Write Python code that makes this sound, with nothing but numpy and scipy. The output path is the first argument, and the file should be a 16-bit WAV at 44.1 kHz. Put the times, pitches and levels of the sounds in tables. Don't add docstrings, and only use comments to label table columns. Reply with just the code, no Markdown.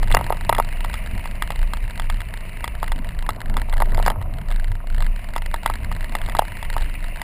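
import sys
import numpy as np
from scipy import signal
from scipy.io import wavfile
from scipy.ndimage import uniform_filter1d

SR = 44100
rng = np.random.default_rng(int(sys.argv[2]) if len(sys.argv) > 2 else 0)


def master_out(mix):
    frames = np.transpose(np.atleast_2d(mix))
    ceiling = np.clip(frames, -1, 1)
    pcm = np.round(ceiling * 32767).astype(np.int16)
    wavfile.write(sys.argv[1], SR, pcm)


def invert_db(level):
    return 10 ** (np.asarray(level, dtype=float) / 20)


N = 318843

# f/Hz, level/dB, t60/s
SHELL_MODES = [(643, 1, 0.05), (716, 8.5, 0.054), (930, 20, 0.046), (1110, -13, 0.019), (1300, 14, 0.045),
               (1600, 2, 0.0099), (2170, -19, 0.013)]
# t/s, peak level/dB, f/Hz
RUT_BLOWS = [(0.031, -19, 860), (0.1073, -18.5, 774), (0.1444, -9, 780), (0.1488, -2, 860),
             (0.1705, -6, 990), (0.2116, -12.5, 890), (0.2663, -25, 830), (0.3002, -28, 890),
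             (0.3051, -6, 780), (0.3259, -10.5, 860), (0.4942, -7, 950), (0.4975, -1.5, 880),
             (0.5273, -5, 935), (0.5492, -24, 1050), (0.584, -16, 1010), (0.5886, -6, 765),
             (0.6008, -3, 930), (3.7345, -17.5, 910), (3.804, -12.5, 950), (3.809, -15, 745),
             (3.8227, -5.5, 950), (3.974, -37, 810), (3.9806, -13, 800), (3.9996, -13, 810),
             (4.0643, -8.5, 1040), (4.077, -12, 780), (4.081, -3.5, 990), (4.1023, -14, 1140),
             (4.107, -14.5, 770), (4.1202, -21, 814)]
# t/s, peak level/dB, f/Hz, 3.4 kHz ring level/dB
STONE_BLOWS = [(0.8477, -16.5, 1050, -34), (0.941, -20, 1050, -26.5), (1.2572, -22.5, 970, -37),
               (1.423, -13.5, 1290, -22.5), (1.505, -17.5, 795, -30), (1.7355, -18, 950, -27.5),
               (1.9978, -20, 950, -28), (2.1, -16, 990, -27.5), (2.643, -16, 1050, -25.5),
               (2.6781, -22, 1040, -30), (2.83, -9.5, 1090, -31.5), (2.9196, -16, 970, -27.5),
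               (3.2912, -7, 1130, -26), (3.5688, -13, 1110, -25), (3.577, -25, 960, -39),
               (5.363, -10, 1030, -28.5), (5.5427, -10.5, 1020, -27.5), (5.6612, -5.5, 1050, -20),
               (5.7003, -10, 1050, -38), (5.916, -19, 1040, -40), (6.1522, -12.5, 990, -23.5),
               (6.2874, -20.5, 930, -41), (6.3509, -10.5, 1070, -32), (6.388, -15, 1110, -25),
               (6.3928, 0, 930, -17.5), (6.4222, -13, 910, -50), (6.628, -21, 950, -33),
               (6.7662, -11.5, 990, -37), (7.2168, -18.5, 1000, -28.5)]
# t/s, peak level/dB, f/Hz
FURTHER_BLOWS = [(0.19, -21, 900), (0.1955, -21, 800), (0.5622, -23, 900), (2.8401, -25.5, 900), (4.16, -23, 1030),
                 (4.216, -24.5, 910), (4.44, -40, 1486), (4.582, -35, 1600), (4.804, -30.5, 1290),
                 (6.365, -25, 800), (6.394, -4, 870), (0.164, -29, 650), (0.577, -31, 700), (3.688, -27, 800),
                 (3.764, -27, 900), (3.579, -23, 700), (4.514, -29, 700), (5.006, -26, 1000), (3.563, -31, 900),
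                 (4.138, -34, 800)]


def knocks():
    sag_per_s = 17
    thud_hz, thud_db, thud_s = 300, -17, 0.002
    full_ring_db = -8.5
    out = np.zeros(N)
    blows = RUT_BLOWS + [row[:3] for row in STONE_BLOWS] + FURTHER_BLOWS
    chance = rng.standard_normal((len(blows), 14))
    t = np.arange(-150, 250) / SR
    after = np.arange(800) / SR
    bell = np.exp(-(t / np.where(t < 0, 0.00058, 0.00085)) ** 2)
    thud = -np.sin(2 * np.pi * thud_hz * after) * np.exp(-after / thud_s)
    for (at_s, level_db, pitch_hz), c in zip(blows, chance):
        blow = -bell * np.cos(2 * np.pi * pitch_hz * t * (1 - sag_per_s * t) + 0.35 * c[6])
        sharpness = 25 * np.log2(pitch_hz / 900)
        shell = [(hz, db + sharpness * np.log2(hz / 900), t60_s) for hz, db, t60_s in SHELL_MODES]
        tail = ring(shell, c, detune=0.025, spread_db=3)
        add(out, at_s - 150 / SR, invert_db(level_db + 1.5) * blow)
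        add(out, at_s + 0.00069, invert_db(level_db + thud_db) * thud)
        add(out, at_s + 0.00043, invert_db(min(level_db, full_ring_db) + 8.0) * tail)
    return out


# f/Hz, level/dB, t60/s
CLACK_MODES = [
    [(3413, 2.5, 0.0063), (3900, -11, 0.014)],
    [(4860, 5, 0.0058), (4900, -10, 0.005)],
    [(1280, 9, 0.017), (1630, 15.5, 0.0081), (1954, 17, 0.0099), (2795, 1, 0.029)],
]


def clacks():
    out = np.zeros(N)
    rows = hard_contacts()
    chance, grit = rng.standard_normal((len(rows), 8)), rng.standard_normal((len(rows), 300))
    for (at_s, mid_db, high_db, low_db), c, g in zip(rows, chance, grit):
        force = touches(g, gap_s=0.0012, rebound_db=-15, grit_db=-30)
        levels_db = (mid_db + 8.5, mid_db + high_db + 9.0, mid_db + low_db + 2.0)
        for modes, level_db in zip(CLACK_MODES, levels_db):
            part = signal.oaconvolve(force, ring(modes, c, detune=0.008, spread_db=2))
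            add(out, at_s - 0.0016, invert_db(level_db) * part / abs(part).max())
    return out


# t/s, 3.4 kHz ring level/dB, 4.8 kHz ring above it/dB, lower ring above it/dB
LOOSE_CLACKS = [(0.0315, -37, 3, 0), (0.1152, -35.5, 0, 22), (0.1243, -20, -10, -2), (0.148, -22, 10, 16),
                (0.1702, -29.5, -14, 21), (0.3242, -32.5, -4, 14), (0.494, -17, -6, 7),
                (0.528, -28, -7, 17.5), (0.5494, -26.5, -5, 11), (0.5833, -25.5, -5, 9.5),
                (0.5992, -31.5, 1, 17.5), (2.2057, -35.5, -6, 11.5), (2.879, -35.5, -15, 13.5),
                (3.7276, -31, -16, 11.5), (3.8207, -31.5, -2, 17), (3.9476, -40, 7.5, 21.5),
                (3.9745, -32, -3, 6), (4.0265, -45, -3, -2), (4.0631, -27.5, 7, 13.5), (4.0805, -30, 4, 17),
                (4.1021, -28, -2, 5), (4.514, -33, -17, 9.5), (5.0238, -33, -8, 13), (5.381, -37.5, 8, 15),
                (5.4618, -40, 5, 14), (6.2164, -33, -9, 6), (6.2976, -32.5, -3, 11),
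                (6.8237, -34, -18.5, 10)]


def hard_contacts():
    lead_s, mean_ring_db = -0.00028, -32
    at_s, _, _, mid_db = np.transpose(STONE_BLOWS)
    below_db = mean_ring_db - mid_db
    high_db = -1.5 + 0.23 * below_db
    low_db = 12.5 + 0.39 * below_db
    return np.concatenate([LOOSE_CLACKS, np.transpose([at_s - lead_s, mid_db, high_db, low_db])])


# f/Hz, level/dB, t60/s
TICK_MODES = [(950, -11.5, 0.028), (1764, 4.5, 0.0043), (2015, -7.5, 0.011), (2956, 2.5, 0.003),
              (3950, 7.5, 0.0018), (4570, -7.5, 0.0013)]


def ticks():
    out, rows = np.zeros(N), light_contacts()
    chance, grit = rng.standard_normal((len(rows), 12)), rng.standard_normal((len(rows), 300))
    for (at_s, level_db), c, g in zip(rows, chance, grit):
        force = touches(g, gap_s=0.0022, rebound_db=-11, grit_db=-28)
        click = signal.oaconvolve(force, ring(TICK_MODES, c, detune=0.012, spread_db=1.5))
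        add(out, at_s - 0.0014, invert_db(level_db + 27.0) * click)
    return out


# t/s, peak level/dB
RUTTED_TICKS = [(0.027, -38), (0.042, -42.4), (0.075, -39.5), (0.082, -38.5), (0.105, -40), (0.1407, -34),
                (0.1908, -38), (0.199, -52), (0.212, -40), (0.2427, -35), (0.266, -36.5), (0.2775, -50),
                (0.2992, -36), (0.346, -45), (0.371, -38), (0.4106, -36.5), (0.4383, -48), (0.45, -37),
                (0.567, -35), (0.625, -38), (0.648, -37), (0.6716, -49), (0.6898, -37.5), (0.7116, -48),
                (0.7266, -38.5), (0.7722, -40), (0.807, -35.5), (0.8597, -44), (0.899, -36.5), (0.932, -41),
                (0.9558, -39.5), (0.964, -51.4), (0.991, -47), (1.025, -52), (1.062, -38), (1.074, -40),
                (1.1031, -55), (1.1127, -43), (1.152, -43.5), (1.179, -38.5), (1.1957, -44),
                (1.2296, -52.3), (1.2408, -42), (1.275, -38.5), (1.3123, -39), (1.355, -41), (1.436, -41),
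                (1.4575, -57), (1.476, -37.5), (1.521, -36.5), (1.5456, -57), (1.5595, -36), (1.592, -37.5),
                (1.6165, -42), (1.6301, -38.5), (1.6754, -44), (1.7075, -48.8), (1.7476, -49),
                (1.7715, -36.5), (1.804, -49)]
MIDDLE_TICKS = [(1.8266, -51), (1.8413, -47), (1.857, -50), (1.8795, -41), (1.8992, -41), (1.9086, -38),
                (1.9576, -42), (1.9773, -38.5), (2.0212, -38), (2.043, -42.5), (2.0568, -46), (2.1247, -43),
                (2.135, -53.9), (2.144, -41.3), (2.1616, -53.4), (2.171, -44.5), (2.2176, -36.5),
                (2.2521, -51.5), (2.288, -45), (2.3078, -48), (2.3398, -37.5), (2.3746, -39.5),
                (2.4082, -42.5), (2.4538, -47.5), (2.47, -49), (2.4943, -44), (2.5317, -48), (2.572, -42.5),
                (2.6075, -40.5), (2.6341, -53.5), (2.656, -43), (2.6913, -51.6), (2.7526, -39.5),
                (2.801, -45), (2.824, -47), (2.843, -38), (2.863, -47), (2.928, -43), (2.9612, -40),
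                (2.9814, -45), (2.99, -41), (3.022, -49), (3.0464, -39), (3.0707, -47), (3.0905, -37.5),
                (3.1082, -48), (3.1208, -49), (3.1486, -44), (3.1905, -39.5), (3.208, -49), (3.2257, -38.5),
                (3.265, -38.1), (3.306, -35.5), (3.3218, -53.0), (3.3337, -48), (3.3486, -50), (3.362, -46),
                (3.4052, -39), (3.4169, -36), (3.4592, -42.5)]
WASHBOARD_TICKS = [(3.4827, -49), (3.4987, -36.5), (3.5417, -40), (3.586, -42), (3.598, -39),
                   (3.6178, -34.5), (3.688, -54), (3.6975, -37), (3.7387, -34.5), (3.7696, -37),
                   (3.7805, -36.5), (3.803, -33.5), (3.8127, -42), (3.8466, -51), (3.858, -40.5),
                   (3.8874, -48), (3.8956, -46.6), (3.9063, -47), (3.921, -39.5), (3.991, -37.5),
                   (4.0002, -42), (4.052, -37), (4.073, -33), (4.1178, -42), (4.215, -45.5), (4.2253, -42),
                   (4.3394, -42.5), (4.372, -49), (4.3859, -41), (4.415, -41.5), (4.459, -52),
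                   (4.4861, -38.5), (4.5054, -40), (4.5229, -37.5), (4.5443, -46), (4.5615, -39.5),
                   (4.5985, -39), (4.6237, -51), (4.6446, -36.5), (4.674, -49), (4.6815, -47),
                   (4.7032, -58), (4.7184, -37.5), (4.754, -42), (4.872, -41), (4.9023, -38.5),
                   (4.9274, -47), (4.9468, -39.5), (4.9649, -47), (4.982, -36.5), (5.006, -36.5),
                   (5.0457, -43), (5.0535, -48), (5.0658, -36.5), (5.1622, -41), (5.1931, -44.5),
                   (5.244, -39.5), (5.2888, -41.5), (5.306, -48), (5.3373, -37.5)]
STONY_TICKS = [(5.356, -43), (5.4215, -36), (5.5142, -42.2), (5.535, -49), (5.5619, -39), (5.6332, -38.5),
               (5.6436, -48), (5.6765, -35.5), (5.6938, -46), (5.7117, -42.5), (5.739, -34), (5.7563, -36),
               (5.7863, -48), (5.804, -48), (5.833, -44), (5.847, -35.5), (5.8592, -55), (5.9256, -36.5),
               (5.951, -41), (5.965, -39), (5.9983, -50.8), (6.009, -38.5), (6.0285, -44), (6.0445, -34.5),
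               (6.0954, -42), (6.1232, -40), (6.1676, -40), (6.187, -41), (6.239, -43), (6.25, -45),
               (6.2625, -37.5), (6.2797, -42), (6.322, -38), (6.369, -30), (6.443, -51), (6.4525, -41.5),
               (6.4759, -59), (6.4823, -40.5), (6.521, -39.5), (6.571, -38.5), (6.5947, -50),
               (6.6503, -38.4), (6.7016, -34), (6.729, -35), (6.74, -36), (6.781, -33.5), (6.8042, -44),
               (6.81, -39), (6.845, -43), (6.861, -43), (6.898, -40), (6.9416, -43), (7.006, -44),
               (7.0277, -46), (7.043, -39), (7.0635, -45), (7.0843, -42.5), (7.16, -37.5), (7.1713, -40),
               (7.1967, -43.5)]


def light_contacts():
    same_swing_s = 0.005
    at_s, _, level_db = forward_swings().T
    struck = abs(at_s[:, None] - hard_contacts()[:, 0]).min(1) < same_swing_s
    under_clacks = np.transpose([at_s, level_db])[struck]
    return np.concatenate([under_clacks, RUTTED_TICKS, MIDDLE_TICKS, WASHBOARD_TICKS, STONY_TICKS])


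# start t/s, swing f/Hz, tick count, level/dB
TICK_RUNS = [(0.0309, 23.68, 10.0, -37.0), (0.4504, 23.13, 2.0, -30.0), (0.5275, 24.52, 5.0, -36.0),
             (0.7718, 27.58, 9.0, -38.0), (1.1131, 24.81, 10.0, -40.5), (1.5209, 27.91, 11.0, -38.5),
             (1.9776, 24.03, 5.0, -38.5), (2.171, 29.43, 8.0, -41.0), (2.4949, 27.16, 8.0, -40.0),
             (2.8005, 24.86, 5.0, -39.5), (3.0469, 22.81, 2.0, -36.5), (3.1489, 25.31, 5.0, -36.5),
             (3.4172, 24.16, 4.0, -38.5), (3.5862, 32.1, 2.0, -38.5), (3.6979, 24.08, 7.0, -37.0),
             (3.99, 26.82, 4.0, -32.5), (4.3395, 26.96, 8.0, -38.5), (4.6449, 27.76, 4.0, -38.0),
             (4.9027, 22.62, 2.0, -38.5), (4.9819, 23.77, 3.0, -37.5), (5.2444, 22.06, 4.0, -39.0),
             (5.4216, 25.22, 9.0, -36.5), (5.8478, 25.44, 6.0, -36.5), (6.1241, 21.68, 4.0, -38.0),
             (6.3218, 21.29, 2.0, -35.0), (6.4191, 31.59, 3.0, -44.0), (6.571, 25.29, 3.0, -37.0),
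             (6.7012, 25.06, 5.0, -37.0), (6.8981, 22.87, 2.0, -42.5), (7.0053, 26.05, 6.0, -41.0)]


def forward_swings():
    return np.array([(start_s + k / swing_hz, 1 / swing_hz, level_db)
                     for start_s, swing_hz, count, level_db in TICK_RUNS for k in range(int(count))])


# t/s, level/dB, width/s
MOUNT_BUMPS = [(0.029, -13, 0.062), (0.123, -8.5, 0.041), (0.405, -24.5, 0.25), (0.573, -23.5, 0.058),
               (0.737, -19.5, 0.15), (1.39, -26, 0.53), (1.629, -16, 0.057), (1.818, -20, 0.092),
               (2.107, -18.5, 0.12), (2.441, -26, 0.17), (2.906, -22.5, 0.12), (3.015, -24.5, 0.18),
               (3.257, -21.5, 0.096), (3.535, -16, 0.07), (3.756, -15.5, 0.049), (3.892, -15, 0.23),
               (4.027, -13.5, 0.051), (4.325, -21.5, 0.096), (4.532, -15, 0.056), (4.659, -18, 0.13),
               (5.013, -14.5, 0.14), (5.435, -19.5, 0.17), (5.697, -19.5, 0.046), (5.896, -20, 0.057),
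               (6.024, -19.5, 0.048), (6.151, -21, 0.043), (6.242, -20, 0.031), (6.359, -22, 0.11),
               (6.781, -18, 0.16), (7.078, -21.5, 0.1)]


def mount():
    swing_hz, rest_db, tick_phase_rad, lump_db = 26, -43, 0.05, 1.6
    t, at_s = np.arange(N) / SR, forward_swings()[:, 0]
    at_s = np.concatenate([[at_s[0] - 1], at_s, [at_s[-1] + 1]])
    whole_turns = np.cumsum(np.round(np.diff(at_s, prepend=at_s[0]) * swing_hz))
    turns = np.interp(t, at_s, whole_turns)
    drift = uniform_filter1d(turns - swing_hz * t, size=1500)
    phase = 2 * np.pi * (swing_hz * t + drift) + tick_phase_rad
    power = invert_db(rest_db) ** 2
    for bump_s, level_db, width_s in MOUNT_BUMPS:
        power = power + invert_db(2 * level_db) * np.exp(-2 * ((t - bump_s) / width_s) ** 2)
    bend = invert_db(-22) * np.sin(2 * phase)
    lumps = rng.standard_normal(N)
    lumps = evened(uniform_filter1d(uniform_filter1d(lumps, size=2000), size=2000))
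    return np.sqrt(2 * power) * invert_db(lump_db * lumps) * (np.sin(phase) + bend)


# t/s, level/dB, length/s
PANEL_MOANS = [(1.2, -47, 0.049), (3.8, -42, 0.055), (3.9, -53, 0.049), (4.7, -56, 0.01), (1, -51, 0.083),
               (4, -46.5, 0.054), (4.34, -42, 0.031), (3.53, -51, 0.036), (5.0, -42, 0.028),
               (4.5, -47, 0.035)]
# t/s, level/dB, length/s
PAN_GROWLS = [(1.15, -39.5, 0.059), (2.0, -47, 0.036), (2.97, -41.5, 0.085), (3.35, -42, 0.047),
              (3.58, -38, 0.091), (4.1, -47, 0.13), (4.27, -44.5, 0.066), (5.78, -49, 0.073),
              (6.1, -46, 0.087)]
# t/s, level/dB, length/s
CABIN_BOOMS = [(0.135, -26, 0.075), (0.463, -36.5, 0.07), (0.659, -34.5, 0.13), (1.138, -38, 0.056),
               (1.839, -34, 0.095), (2.129, -32.5, 0.12), (2.755, -38, 0.066), (3.089, -35.5, 0.049),
               (3.507, -37.5, 0.2), (3.9, -35.5, 0.14), (4.237, -27.5, 0.062), (4.725, -34, 0.069),
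               (5.012, -31, 0.03), (5.321, -42, 0.19), (5.69, -36, 0.055), (5.915, -34.5, 0.1),
               (6.057, -55, 0.03), (6.32, -42, 0.11), (6.77, -38, 0.062)]


def moans():
    panel_hz_db = [(500, -22), (690, 0), (900, -20)]
    pan_hz_db = [(130, -23), (200, 12.0), (290, 0.5), (420, -6.5)]
    air_hz_db = [(70, -16), (98, 0), (122, -16)]
    panel = swells(PANEL_MOANS) * wash(panel_hz_db, patchy_db=2.5, flicker_db=1.5, size=1024)
    pan = swells(PAN_GROWLS) * wash(pan_hz_db, patchy_db=5, flicker_db=2.5, size=1024)
    air = swells(CABIN_BOOMS) * wash(air_hz_db, patchy_db=1, flicker_db=1, size=4096)
    return panel + pan + air


# f/Hz, density/(dB per Hz)
RUMBLE_SPECTRUM = [(12, -40), (20, -0.5), (38, -2.5), (52, 2.5), (72, -10), (98, -6.5), (125, -13),
                   (190, -14.5), (260, -24), (450, -32.5), (900, -108)]
DRONE_SPECTRUM = [(300, -31), (450, -9), (680, 8.5), (810, -34), (940, 2), (1200, -5.5), (1600, -13),
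                  (2500, -37)]
HISS_SPECTRUM = [(900, -17), (1500, -21.5), (2040, -6.5), (2400, -9), (2900, -9.5), (3250, -29.5),
                 (4200, -23.5), (5900, -25.5)]
# t/s, body rumble level/dB
ROUGHNESS = [(0.0, -27.5), (0.14, -22.5), (0.4, -29), (0.78, -30), (2.3, -31.5), (3.24, -30.5), (3.54, -25),
             (3.68, -32), (3.94, -22.5), (4.16, -27.5), (4.38, -30), (4.84, -34), (5.0, -31), (5.22, -33.5),
             (5.7, -30), (6.36, -29), (6.48, -30.5), (7.22, -32)]
# t/s, hiss level/dB
TYRE_GRIT = [(0.0, -45.5), (0.14, -41.5), (0.56, -43), (0.78, -42.5), (1.1, -41.5), (2.22, -46), (2.5, -45),
             (3.3, -51.5), (3.68, -53.5), (3.94, -49.5), (4.04, -44), (4.16, -53), (4.56, -49.5),
             (4.84, -54), (5.2, -48), (6.36, -43), (6.5, -42), (7.06, -42.5)]
# t/s, level/dB, length/s
GRAVEL_SPRAYS = [(2.5, -59, 0.11), (3.655, -49.5, 0.06), (5.2, -53, 0.06)]


def road():
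    drone_below_rumble_db = 16
    rough_db = curve(ROUGHNESS, order=1)
    rumble = invert_db(rough_db) * wash(RUMBLE_SPECTRUM, patchy_db=1.9, flicker_db=1.1, size=4096)
    drone_level = invert_db(rough_db - drone_below_rumble_db)
    drone = drone_level * wash(DRONE_SPECTRUM, patchy_db=2.1, flicker_db=3.5, size=512)
    hiss_level = invert_db(curve(TYRE_GRIT, order=1)) + swells(GRAVEL_SPRAYS)
    hiss = hiss_level * wash(HISS_SPECTRUM, patchy_db=1.5, flicker_db=3.0, size=512)
    return rumble + drone + hiss


def self_noise():
    return invert_db(-62) * rng.standard_normal(N)


def touches(chance, gap_s, rebound_db, grit_db):
    t = np.arange(300) / SR
    first = 50
    force = invert_db(grit_db) * chance * t / 0.00082 * np.exp(1 - t / 0.0014)
    force[first] += 1
    for k in (1, 2):
        delay_s = k * gap_s * (1 + 0.12 * np.clip(chance[k], -2, 2))
        force[first + int(delay_s * SR)] += invert_db(k * rebound_db + 0.63 * chance[-k])
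    return force


def ring(modes, chance, detune, spread_db):
    rise_s = 0.00018
    t = np.arange(2600) / SR
    hz, db, t60_s = np.transpose(modes)[:, :, None]
    u, v = chance[:len(modes), None], chance[-len(modes):, None]
    decay = invert_db(db + spread_db * v - 60 * t / t60_s)
    sound = (decay * np.sin(2 * np.pi * hz * (1 + detune * u) * t)).sum(0)
    sound *= 1 - np.exp(-t / rise_s)
    return sound / np.linalg.norm(sound)


def wash(spectrum, patchy_db, flicker_db, size):
    frames, hz = 4 * N // size + 5, np.fft.rfftfreq(size, 1 / SR)
    a, b, patches = rng.standard_normal((frames, len(hz), 3)).T
    patches = evened(uniform_filter1d(uniform_filter1d(patches, size=5, axis=0), size=8, axis=1))
    f, db = np.transpose(spectrum)
    shape_db = np.interp(np.log(hz + 1), np.log(f), db, left=-90, right=-90)
    flicker = flicker_db * rng.standard_normal(frames)
    z = (a + 1j * b) * invert_db(shape_db[:, None] + patchy_db * patches + flicker)
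    return evened(signal.istft(z, nperseg=size, noverlap=3 * size // 4)[1][:N])


def swells(rows):
    t = np.arange(N) / SR
    return sum(invert_db(db) * np.exp(-((t - at_s) / length_s) ** 2) for at_s, db, length_s in rows)


def curve(rows, order):
    table = np.array(rows)
    return np.interp(np.arange(N) / SR, table[:, 0], table[:, order])


def evened(x):
    return x / np.sqrt(np.mean(x ** 2) + 1e-20)


def add(mix, at_s, sound):
    part = mix[max(round(at_s * SR), 0):][:len(sound)]
    part += sound[:len(part)]


def scene():
    return (knocks() + clacks() + ticks() + mount() + moans() + road() + self_noise())[None]


def top_cut(x):
    return signal.sosfilt(signal.butter(12, 16450, fs=SR, output="sos"), x)


def record(dry):
    sample_edge_hz, top_hz = 4260, 15350
    smooth = signal.sosfilt(signal.butter(4, sample_edge_hz, fs=SR, output="sos"), dry)
    slow = np.clip(signal.resample_poly(smooth, 40, 147, axis=1), -1.02, 1.02)
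    held = np.repeat(slow, 4, axis=1)
    stepped = signal.resample_poly(held, 147, 160, axis=1)[:, 9:]
    stepped = np.pad(stepped, ((0, 0), (0, N)))[:, :N]
    limited = signal.oaconvolve(stepped, signal.firwin(115, top_hz, fs=SR)[None], "same")
    return top_cut(limited)


dry = scene()
out = record(dry)
master_out(out)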